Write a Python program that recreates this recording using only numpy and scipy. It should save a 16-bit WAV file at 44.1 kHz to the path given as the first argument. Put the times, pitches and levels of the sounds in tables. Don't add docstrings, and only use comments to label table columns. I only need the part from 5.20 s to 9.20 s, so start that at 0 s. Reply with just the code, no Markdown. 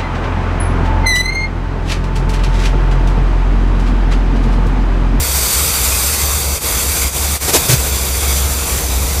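import sys
import numpy as np
from scipy import signal
from scipy.fft import rfft, irfft, next_fast_len
from scipy.io import wavfile
from scipy.ndimage import uniform_filter1d, map_coordinates

SR = 44100
rng = np.random.default_rng(int(sys.argv[2]) if len(sys.argv) > 2 else 0)


def put_to_file(sound):
    columns = np.atleast_2d(sound).T
    safe = np.clip(columns, -1, 1)
    whole_steps = np.round(safe * 32767)
    wavfile.write(sys.argv[1], SR, whole_steps.astype(np.int16))


N = 176400


def amp(db):
    return 10 ** (np.asarray(db) / 20)


def unit(x):
    return x / np.sqrt(np.mean(x ** 2) + 1e-20)


def clock():
    return np.arange(N) / SR


def curve(rows, column=1):
    columns = np.transpose(rows)
    return np.interp(clock(), columns[0], columns[column])


def wobble(rate_hz):
    return map_coordinates(rng.standard_normal(4096), [clock() * rate_hz], mode="mirror")


def filtered(x, response):
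    size = next_fast_len(N + SR // 4)
    return irfft(rfft(x, size) * response(np.fft.rfftfreq(size, 1 / SR)), size)[..., :N]


def rush(spectrum):
    knots_hz, db = np.transpose(spectrum)

    def shape(hz):
        return amp(np.interp(np.log(hz + 1), np.log(knots_hz), db)) * hz / (hz + 10)
    return unit(filtered(rng.standard_normal(N), shape))


def patchy_hiss(x, depth_db=1.55):
    bands = signal.stft(x, nperseg=1024)[2]
    patches = uniform_filter1d(rng.standard_normal(bands.shape), size=5, axis=0)
    patches = uniform_filter1d(patches, size=9, axis=1)
    return signal.istft(bands * amp(depth_db * unit(patches)), nperseg=1024)[1][:N]


def nozzle(x):
    # centre in Hz, width in Hz, first boost in dB, last boost in dB.
    resonances = [(4590, 220, 4.5, .8), (6100, 210, 2.5, 3.5), (7350, 230, 3.5, 3.5), (8220, 250, 6, -1),
                  (11750, 400, 4, -1.5), (14370, 440, 7, 6.5)]

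    def boost(hz):
        return amp(sum(np.array([[first_db], [last_db]]) * np.exp(-((hz - centre_hz) / width_hz) ** 2)
                       for centre_hz, width_hz, first_db, last_db in resonances))
    first, last = filtered(x, boost)
    return first + (last - first) * np.linspace(0, 1, N)


def floor_comb(x, cutoff_hz=6000, waver=0.085):
    # time in seconds, delay in ms, strength from 0 to 1.
    reflection = [(0, 0.86, 0.3), (.6, .835, 0.24), (1.3, 0.85, 0.4), (2.3, .828, 0.23), (2.85, 0.842, 0.3),
                  (3.35, 0.838, 0.24), (3.55, .83, 0.18), (4, 0.85, 0.25)]
    dull = filtered(x, lambda hz: 1 / (1 + (hz / cutoff_hz) ** 4))
    delay_samples = curve(reflection) * SR / 1000
    strength = np.clip(curve(reflection, column=2) + waver * wobble(rate_hz=6.4), 0, 1)
    return x + strength * map_coordinates(dull, [np.arange(N) - delay_samples], mode="mirror")


def jet(sway_db=0.64, flutter_db=0.38, treble_hz=7500, treble_db_per_db=0.1):
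    # time in seconds, level in dB.
    levels = [(0, -18.5), (.3, -15), (.7, -16), (1.05, -16.5), (1.27, -19.5), (1.36, -19.5), (1.48, -17),
              (1.68, -17.5), (1.8, -16.5), (2.0, -18), (2.43, -17), (2.62, -18.5), (2.8, -19), (3.2, -18),
              (3.35, -20.5), (3.53, -18), (3.7, -21), (4, -20)]
    # frequency in Hz, relative density in dB.
    spectrum = [(200, -12), (600, -9), (1250, -2.5), (1650, -3.5), (2300, -2), (3000, -5), (3900, -2.5),
                (5400, -2.5), (7000, -0.8), (9300, -0.1), (11000, -2.5), (12600, -2.5), (15000, -7.5)]
    level_db = curve(levels)
    hiss = nozzle(patchy_hiss(rush(spectrum)))
    hiss = unit(floor_comb(hiss))
    treble = filtered(hiss, lambda hz: 1 - 1 / (1 + (hz / treble_hz) ** 4))
    hiss = hiss + treble * (amp(treble_db_per_db * (level_db - level_db.mean())) - 1)
    return hiss * amp(level_db + sway_db * wobble(rate_hz=35) + flutter_db * wobble(rate_hz=170))


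def tone(hz):
    return np.sqrt(2) * np.sin(2 * np.pi * np.cumsum(hz) / SR)


def burner_roar(level_db=-22.5, rise_db_per_s=0.34, flicker_db=1):
    # frequency in Hz, relative density in dB.
    spectrum = [(20, -7), (35, 5), (55, 15), (80, 14), (105, 4), (150, 5), (175, 3), (200, 0), (260, -2.5),
                (400, -2), (600, -3), (1000, -6), (1600, -18.5), (3000, -18)]
    trend_db = level_db + rise_db_per_s * (clock() - 2.5)
    return rush(spectrum) * amp(trend_db + flicker_db * wobble(rate_hz=40))


def burner_hum(trim_db=-0.1, waver_hz=1.45, waver_db=2, flutter_db=1, drift_hz=2.77):
    # time in seconds, level in dB.
    levels = [(0.0, -17), (0.09, -24), (0.13, -18.5), (0.32, -28), (0.42, -18), (0.46, -54), (0.59, -18.5),
              (0.87, -22), (1.34, -20.5), (1.41, -46), (1.48, -22), (1.63, -24.5), (1.71, -11.5),
              (1.76, -32), (1.88, -14), (1.92, -28), (1.99, -20.5), (2.16, -17.5), (2.19, -27),
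              (2.26, -18.5), (2.31, -46), (2.37, -17), (2.52, -39), (2.55, -20), (3.44, -19.5), (3.5, -28),
              (3.53, -18), (3.61, -31), (3.64, -18), (4.0, -16.5)]
    # time in seconds, pitch in Hz.
    pitches = [(0, 71), (.25, 63.5), (.48, 73.9), (.58, 65.74), (.8, 64), (1.02, 70.9), (1.32, 67.44),
               (1.45, 63.26), (1.9, 67.95), (2.35, 71), (2.75, 66.48), (3.2, 68), (3.6, 64), (4, 66.33)]
    sing_hz, sing_db = 468.3, -39
    hum = tone(curve(pitches) + drift_hz * wobble(rate_hz=27))
    unsteady_db = waver_db * wobble(rate_hz=20) + flutter_db * wobble(rate_hz=50)
    sing = tone(sing_hz + waver_hz * wobble(rate_hz=12))
    return hum * amp(curve(levels) + trim_db + unsteady_db) + sing * amp(sing_db)


def falter():
    # centre in seconds, half-width in seconds, depth in dB.
    dips = [(1.399, .02, 9), (1.914, 0.028, 7.5), (2.192, 0.021, 14), (2.314, 0.009, 3)]
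    return amp(-sum(depth_db * np.exp(-((clock() - centre_s) / width_s) ** 2)
                    for centre_s, width_s, depth_db in dips))


def spurts(attack_s=0.0043, release_s=0.012):
    # start in seconds, length in seconds, hiss in dB, roar in dB.
    bursts = [(2.28, 0.021, -15.5, -19.5), (2.334, 0.035, -9.5, -13.5), (2.488, .052, -11.5, -20.5)]
    # frequency in Hz, relative density in dB.
    hiss_spectrum = [(200, -31), (1000, -3), (2200, 2.5), (3000, 0), (5800, 5), (8500, 3), (15000, -1.5)]
    roar_spectrum = [(40, -23), (150, -6), (240, -2), (330, 4.5), (500, 4), (850, -2), (1400, -12.5),
                     (4000, -18.5)]
    hiss, roar = rush(hiss_spectrum), rush(roar_spectrum)
    t, out = clock(), np.zeros(N)
    for start_s, length_s, hiss_db, roar_db in bursts:
        rise = (1 + np.tanh((t - start_s) / attack_s)) / 2
        fall = np.exp(-np.maximum(t - start_s - length_s, 0) / release_s)
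        out += rise * fall * (amp(hiss_db) * hiss + amp(roar_db) * roar)
    return out


def thumps(boom_hz=125, puff_db=-16, width_s=0.012):
    # centre in seconds, envelope peak in dB.
    pulses = [(2.504, -6.5), (2.538, -3.5)]
    # frequency in Hz, relative density in dB.
    puff_spectrum = [(60, -20), (130, -2), (170, 12), (260, -10), (550, -21), (1200, -44)]
    t = clock()
    boom = np.sin(2 * np.pi * boom_hz * (t - pulses[0][0]))
    envelope = sum(amp(db) * np.exp(-((t - centre_s) / width_s) ** 2) for centre_s, db in pulses)
    return (boom + amp(puff_db) * rush(puff_spectrum)) * envelope


def scene():
    running = (jet() + burner_roar() + burner_hum()) * falter()
    return np.tile(running + spurts() + thumps(), (2, 1))


def record(dry):
    ceiling, cutoff_hz = 0.97, 15080
    limited = dry / (1 + np.abs(dry / ceiling) ** 6) ** (1 / 6)
    return filtered(limited, lambda hz: 1 / (1 + (hz / cutoff_hz) ** 300))


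dry = scene()
out = record(dry)
put_to_file(out)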